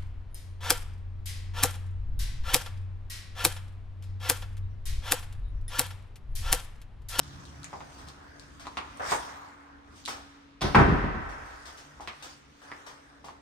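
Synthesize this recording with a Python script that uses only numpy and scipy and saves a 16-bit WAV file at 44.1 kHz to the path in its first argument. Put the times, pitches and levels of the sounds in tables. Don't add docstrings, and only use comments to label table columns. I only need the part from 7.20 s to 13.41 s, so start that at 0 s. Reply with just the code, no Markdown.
import sys
import numpy as np
from scipy import signal
from scipy.fft import rfft, irfft, next_fast_len
from scipy.io import wavfile
from scipy.ndimage import uniform_filter1d, map_coordinates

SR = 44100
rng = np.random.default_rng(int(sys.argv[2]) if len(sys.argv) > 2 else 0)


def materialize(psi):
    bounded = np.clip(np.atleast_2d(psi).T, -1, 1)
    quanta = np.round(bounded * 32767).astype(np.int16)
    wavfile.write(sys.argv[1], SR, quanta)


def decibels_to_gain(level_db):
    exponent = np.asarray(level_db, float) / 20
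    return 10 ** exponent


N = 273861

# (time [s], level [dB])
RUMBLE_LEVEL = [(0.0, -55.5), (1.3, -57.5), (1.9, -54), (2.46, -62), (2.85, -55.5), (3.2, -61), (5.0, -63),
                (6.21, -63.5)]
# (frequency [Hz], relative level per hertz [dB])
RUMBLE_COLOUR = [(15, -43), (30, -1), (45, -4), (70, 4.5), (105, -7.5), (150, -11), (240, -5.5),
                 (350, -8.5), (570, -91)]
# (frequency [Hz], relative level per hertz [dB])
NOISE_COLOUR = [(120, -81), (200, -49), (282, 5.5), (338, -16.5), (412, -3.5), (696, -12.5), (929, -9.5),
                (3870, -19), (8260, -36.5), (15000, -64)]
# (time [s], turns per second [Hz], change of wavering tones [dB], change of steady tone [dB])
MOTOR = [(0, 70.05, 5, -2.5), (.5, 71.26, -1, -1.5), (1.5, 71.05, -4, -2), (3.3, 70.57, -12, 0),
         (5, 71.74, -7, -10), (6.21, 70.6, -8.5, -3)]
# (multiple of the motor's frequency [-], level before that change [dB])
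WAVERING_TONES = [(1, -76), (2, -65.5), (3, -93), (5, -75)]
# (multiple of the motor's frequency [-], level before that change [dB])
STEADY_TONE = (4, -61)
# (frequency [Hz], relative level per hertz [dB])
ROLL_COLOUR = [(40, -37), (70, 5), (100, -3), (150, 1.5), (200, -9.5), (280, -43)]
# (time [s], drag or echo [dB], rustle [dB])
MOVING = [(0.0, -55.5, -55.5), (0.4, -55, -60.5), (0.8, -55.5, -57), (0.98, -54, -65.5), (1.25, -60, -63.5),
          (1.6, -54.5, -59), (2.3, -55, -82), (2.6, -60.5, -81), (2.8, -60, -56.5), (3.0, -58, -85),
          (3.38, -74, -82), (4.2, -49, -59.5), (4.5, -57, -57.5), (4.86, -59.5, -65.5), (5.1, -55, -54),
          (5.27, -85.5, -71.5), (5.5, -50.5, -58), (6.1, -65, -72.5)]
# (frequency [Hz], relative level per hertz [dB])
DRAG_COLOUR = [(250, -19.5), (450, -6), (800, -2), (1200, 0), (1700, -3), (2600, -16), (4000, -38)]
# (frequency [Hz], relative level per hertz [dB])
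GRIT_COLOUR = [(1500, -5.5), (2400, -1), (3300, 1.5), (4300, -0.5), (5200, 2), (6000, 1.5), (7200, -3.5),
               (8300, -4), (10000, -9), (16000, -11.5)]
# (time [s], level [dB], ring [Hz], left over right [dB])
TICKS = [(0.0337, -36.5, 3640, 10), (0.2537, -37.5, 3900, 6.5), (0.293, -43, 5760, 1),
         (0.432, -33, 4050, 7), (0.4442, -28.5, 6800, 11.5), (0.4448, -28, 2060, -2),
         (0.744, -45, 6100, 1.5), (0.8864, -32, 4120, 0.5), (1.197, -37, 4380, 17), (1.4695, -33, 4050, 7),
         (1.7737, -47.5, 8420, -29), (2.8405, -42, 4100, -1), (2.8533, -24, 3600, 6),
         (2.86, -22.5, 3770, -12)]
# (time [s], drag [dB], grit [dB])
SCUFFS = [(.783, -57.5, -57.5), (0.87, -59.5, -56), (1.199, -63.5, -61.5), (1.396, -53.5, -52.5),
          (2.759, -80, -61), (2.878, -40, -39), (4.089, -57, -57), (4.259, -64, -62), (4.454, -51.5, -49.5),
          (4.574, -66, -53), (4.806, -54, -54.5), (5.024, -51, -46), (5.417, -54.5, -62), (5.664, -50, -51),
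          (6.044, -54.5, -54)]
# (time [s], level [dB], boom over it [dB], edge over it [dB], 60 dB fade of the rattle [s])
BLOWS = [(3.409, -35, -13, 1, 0.21), (3.416, -27, -3, 3.5, 0.05), (3.439, -31.5, 8, -2, 0.34),
         (3.547, -8.5, -8.5, -21, 0.039), (3.551, -13, -12, -25, 0.039), (3.562, -19, 7, -29, 0.045),
         (3.584, -17.5, -4, -37, 0.18)]
REBOUND_TIMES = [3.604, 3.684, 3.719, 3.839, 3.949]
# (frequency [Hz], width [Hz], relative level [dB])
DOOR_MODES = [(30.2, 20, -2.5), (48.4, 15, -2), (65, 2.64, 8), (70.9, 27.7, 1), (97, 41, -1),
              (142.5, 26, 1), (229, 34.4, -4), (289.3, 22, -4), (391, 113, -9)]
# (frequency [Hz], width [Hz], relative level [dB])
PANEL_MODES = [(636, 384, 1.5), (1000, 756, 3.5), (1700, 640, 2.5), (2490, 1860, -11.5)]
# (time [s], level [dB], pitch of the air pocket [Hz], snap over slap [dB], near walls' answer [dB])
STEPS = [(0.53, -31.5, 740, -10, 4.5), (0.606, -36, 710, -0.5, 3.5), (1.453, -43, 1130, 1, 9),
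         (1.469, -28, 1100, -5, -2.5), (1.571, -25.5, 1070, 4.5, 4.5), (1.919, -19, 894, -7, 4),
         (2.878, -31, 1000, 5.5, 1.5), (4.799, -35.5, 867, -24, 4.5), (4.875, -32, 1100, 9, 4),
         (5.517, -26.5, 1610, -6, 0), (6.043, -38.5, 716, -27, 2.5), (6.085, -35, 970, -3, 0)]
# (frequency [Hz], left-right likeness [-])
LIKENESS = [(25, 0.98), (60, 0.9), (180, 0.78), (450, 0.34), (1000, 0.24), (2400, 0.08), (6000, 0.07),
            (10000, 0.45), (13000, 0.6)]
# (frequency [Hz], time to fall 60 dB [s])
NEAR_FADE = [(60, 0.12), (500, 0.36), (2000, 0.22), (10000, 0.098)]
# (frequency [Hz], time to fall 60 dB [s])
HOUSE_FADE = [(60, 1.3), (170, 0.53), (400, 1.19), (800, 1.73), (1500, 2.25), (4000, 1.41), (10000, 0.99)]
# (frequency [Hz], gain [dB])
MICROPHONE = [(20, -9), (40, 2), (10100, 0), (10700, -14), (11500, -30), (12400, -9), (13300, -4.5),
              (15300, -4), (16000, -69)]

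FIELD_LAG_S = 0.00045
LAG_S_PER_DB = 0.00004
PATCHY_DB = 1.5
NOISE_DB = -63
ROLL_DB, ROLL_END_S, ROLL_FADE_DB_PER_S = -52.5, 0.48, 27
SCRAPE_S, SCRAPE_DRAG_DB, SCRAPE_GRIT_DB = 1.921, -28, -31
RUB_START_S, RUB_DB = 1.797, -38.5
SWELL_DB_PER_S, STOP_DB_PER_S = 207, 303
LINGER_DB, LINGER_DB_PER_S = -8, 61
SQUEAK_S, SQUEAK_HZ, GLIDE_HZ_PER_S = 1.16, 1590, 780
SQUEAK_FALL_S, SQUEAK_DB, THIRD_DB = 0.18, -59.5, -14
SLIDE_T60_S, SCUFF_PAN_DB = 0.3, 6
REBOUND_DB, REBOUND_LOSS_DB_PER_S = -22, 47.5
REBOUND_BOOM_DB, REBOUND_EDGE_DB, REBOUND_T60_S = 7.5, -32, 0.052
BOOM_SOFT_HZ = 900
STEP_PAN_DB, STEP_HOUSE_DB = 1.5, -7
WALL_S, WALL_DB, WALL_PAN_DB = 0.0072, -3, -3


def unit(x):
    return x / np.sqrt(np.mean(x ** 2) + 1e-20)


def along(points, hz):
    frequency, value = np.transpose(points)
    return np.interp(np.log(hz + 1), np.log(frequency + 1), value)


def curves(rows):
    time, *columns = np.transpose(rows)
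    return [np.interp(np.arange(N) / SR, time, column) for column in columns]


def wobble(rate):
    points = rng.standard_normal(int(N * rate / SR) + 4)
    return map_coordinates(points, [np.arange(N) * rate / SR])


def filtered(x, response):
    n = x.shape[-1]
    size = next_fast_len(n + 8192)
    spectrum = rfft(x, size) * response(np.fft.rfftfreq(size, 1 / SR))
    return irfft(spectrum, size)[..., :n]


def modes(table):
    def response(f):
        total = 0
        for k, (centre, width, db) in enumerate(table):
            damping = 1j * f * width
            total = total + (-1) ** k * decibels_to_gain(db) * damping / (centre ** 2 - f ** 2 + damping)
        return total
    return response


def bright(f):
    return modes([(3600, 2500, 0), (6000, 3000, -3), (9000, 4000, -10)])(f)


def diffuse(pair, colour):
    def mixing(hz):
        angle = np.arccos(np.clip(along(LIKENESS, hz), -1, 1)) / 2
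        return decibels_to_gain(along(colour, hz)) * [np.cos(angle), np.sin(angle)]
    mid, side = filtered(pair, mixing)
    return np.array([mid + side, np.roll(mid - side, round(FIELD_LAG_S * SR))])


def rush(colour, patchy_db, grain_db):
    grains = rng.standard_normal((2, N)) * decibels_to_gain(grain_db * wobble(300))
    z = signal.stft(grains, nperseg=512)[2]
    patches = rng.standard_normal(z.shape[1:])
    patches = uniform_filter1d(patches, size=8, axis=0)
    patches = uniform_filter1d(patches, size=12, axis=1)
    pair = signal.istft(z * decibels_to_gain(patchy_db * unit(patches)), nperseg=512)[1][:, :N]
    return unit(diffuse(pair, colour))


def contact(t60, rattle, colour, size=SR // 4):
    fade = decibels_to_gain(-60 * np.arange(size) / SR / t60)
    push = rattle * rng.standard_normal(size) * fade
    push[0] += 1
    sound = filtered(push, colour)
    return sound / np.abs(sound).max()


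def tail(fade_times, size):
    noise = diffuse(rng.standard_normal((2, size)), [(100, 0)])
    hz, t, z = signal.stft(noise, SR, nperseg=512)
    fade = decibels_to_gain(-60 * t / along(fade_times, hz)[:, None])
    answer = signal.istft(z * fade, SR, nperseg=512)[1]
    return answer / np.linalg.norm(answer[0])


def add(out, s, sound, pan_db, near_db, house_db):
    at, size = round(s * SR), 5 * SR // 4
    build_up = 1 - np.exp(-np.arange(size) / (0.032 * SR))
    answer = tail(HOUSE_FADE, size)[:, :size] * build_up * decibels_to_gain(house_db)
    near, gap = tail(NEAR_FADE, SR // 3), round(0.0025 * SR)
    answer[:, gap:gap + near.shape[1]] += near * decibels_to_gain(near_db)
    wet = signal.fftconvolve(sound[None], answer, axes=1)
    out[:, at:at + wet.shape[1]] += wet[:, :out.shape[1] - at]
    half_lag = round(LAG_S_PER_DB * pan_db * SR / 2)
    for ear, side in zip(out, (1, -1)):
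        part = ear[at - side * half_lag:][:len(sound)]
        part += (sound * decibels_to_gain(side * pan_db / 2))[:len(part)]


def house():
    rumble_level = decibels_to_gain(curves(RUMBLE_LEVEL)[0] + 0.76 * wobble(5.1))
    rumble = rumble_level * rush(RUMBLE_COLOUR, PATCHY_DB, grain_db=0.2)
    hz, wavering_db, steady_db = curves(MOTOR)
    turn = 2 * np.pi * np.cumsum(hz + 0.14 * wobble(2.865)) / SR + np.array([[0], [0.12]])
    wavering = 0
    for multiple, db in WAVERING_TONES:
        level = decibels_to_gain(db + wavering_db + 4.9 * wobble(13))
        wavering = wavering + level * np.sin(multiple * turn + 0.98 * wobble(8.5))
    multiple, db = STEADY_TONE
    steady = decibels_to_gain(db + steady_db + 0.4 * wobble(2.6)) * np.sin(round(multiple) * turn)
    noise = decibels_to_gain(NOISE_DB) * rush(NOISE_COLOUR, PATCHY_DB, grain_db=1.6)
    return rumble + np.sqrt(2) * (wavering + steady) + noise


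def roll():
    t = np.arange(N) / SR
    level_db = ROLL_DB - ROLL_FADE_DB_PER_S * np.maximum(t - ROLL_END_S, 0) + wobble(8.6)
    return decibels_to_gain(level_db) * rush(ROLL_COLOUR, PATCHY_DB, grain_db=0.5)


def movement():
    drag_db, rustle_db = curves(MOVING)
    t = np.arange(N) / SR - SCRAPE_S
    swell = decibels_to_gain(-SWELL_DB_PER_S * abs(t))
    after = decibels_to_gain(-STOP_DB_PER_S * abs(t)) + decibels_to_gain(LINGER_DB - LINGER_DB_PER_S * abs(t))
    scrape = np.where(t < 0, swell, after / after.max())
    rub = decibels_to_gain(RUB_DB) * (t < 0) * (t > RUB_START_S - SCRAPE_S)
    drag_level = decibels_to_gain(drag_db) + rub + decibels_to_gain(SCRAPE_DRAG_DB) * scrape * (t >= 0)
    rustle_level = decibels_to_gain(rustle_db) + decibels_to_gain(SCRAPE_GRIT_DB) * scrape
    drag = drag_level * rush(DRAG_COLOUR, patchy_db=2.5, grain_db=1.0)
    return drag + rustle_level * rush(GRIT_COLOUR, patchy_db=2.65, grain_db=1.0)


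def hinge():
    t = np.arange(N) / SR - SQUEAK_S
    band = unit(filtered(rng.standard_normal((2, N)), lambda f: 1 / (1 + (f / 130) ** 2)))
    turn = 2 * np.pi * (SQUEAK_HZ * t + GLIDE_HZ_PER_S * t ** 2 / 2)
    tones = np.sin(turn) + decibels_to_gain(THIRD_DB) * np.sin(3 * turn)
    swing = decibels_to_gain(SQUEAK_DB) * np.exp(-(t / SQUEAK_FALL_S) ** 4)
    return np.sqrt(2) * band * swing * tones


def ticks():
    out = np.zeros((2, N))
    for s, db, hz, pan_db in TICKS:
        tick = contact(0.0011, 0.03, modes([(hz, 900, 0), (9000, 6000, -14)]))
        add(out, s, decibels_to_gain(db) * tick, pan_db, near_db=1.5, house_db=-7)
    return out


def scuffs():
    out, t = np.zeros((2, N)), np.arange(SR // 2) / SR
    stroke = decibels_to_gain(-60 * t / SLIDE_T60_S) * (1 - np.exp(-t / 0.00023))

    def friction(colour):
        return unit(filtered(rng.standard_normal(len(t)), lambda hz: decibels_to_gain(along(colour, hz))))

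    for s, drag_db, grit_db in SCUFFS:
        rub = decibels_to_gain(drag_db) * friction(DRAG_COLOUR) + decibels_to_gain(grit_db) * friction(GRIT_COLOUR)
        add(out, s, stroke * rub, SCUFF_PAN_DB, near_db=0.5, house_db=-9.5)
    return out


def door():
    out = np.zeros((2, N))
    rebounds = []
    for s in REBOUND_TIMES:
        db = REBOUND_DB - REBOUND_LOSS_DB_PER_S * (s - REBOUND_TIMES[0])
        rebounds.append((s, db, REBOUND_BOOM_DB, REBOUND_EDGE_DB, REBOUND_T60_S))
    soft_boom = lambda f: modes(DOOR_MODES)(f) / (1 + 1j * f / BOOM_SOFT_HZ) ** 2
    soft_panel = lambda f: modes(PANEL_MODES)(f) / (1 + 1j * f / 2500)
    for s, db, boom_db, edge_db, t60 in list(BLOWS) + rebounds:
        boom = contact(0.057, 0.0092, soft_boom, size=SR)
        rattle = contact(t60, 1.0, soft_panel, size=SR // 3)
        edge = contact(t60, 1.4, bright, size=SR // 3)
        add(out, s, decibels_to_gain(db + boom_db) * boom, 0, near_db=-1, house_db=0)
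        add(out, s, decibels_to_gain(db) * (rattle + decibels_to_gain(edge_db) * edge), 1.2, near_db=4.0, house_db=-0.5)
    return out


def steps():
    out = np.zeros((2, N))
    crisp = modes([(2110, 2700, -2.5), (3680, 4600, -4.0), (7200, 5200, -13.5)])
    for s, db, hz, snap_db, room_db in STEPS:
        pocket = modes([(400, 300, -9), (hz, 550, 0), (1.164 * hz, 900, -7)])

        def soft(f):
            floor_echo = 1 + 0.5 * np.exp(-2j * np.pi * f * 0.00097)
            return pocket(f) / (1 + 1j * f / 3500) * floor_echo

        slap = contact(0.00092, 0.037, soft, size=SR // 20)
        snap = contact(0.00033, 0.21, crisp, size=SR // 20)
        sound = decibels_to_gain(db) * (slap + decibels_to_gain(snap_db) * snap)
        add(out, s, sound, STEP_PAN_DB, near_db=room_db, house_db=room_db + STEP_HOUSE_DB)
        for ear, side in zip(out, (1, -1)):
            wall_level = decibels_to_gain(db + WALL_DB + side * WALL_PAN_DB / 2)
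            ear[round((s + WALL_S) * SR):][:len(slap)] += wall_level * slap
    return out


def scene():
    background = house() + roll() + movement()
    return background + hinge() + ticks() + scuffs() + door() + steps()


def top_cut(x):
    return signal.sosfilt(signal.butter(12, 16190, fs=SR, output="sos"), x)


def record(dry):
    heard = filtered(dry, lambda hz: decibels_to_gain(along(MICROPHONE, hz)))
    return top_cut(heard)


dry = scene()
out = record(dry)
materialize(out)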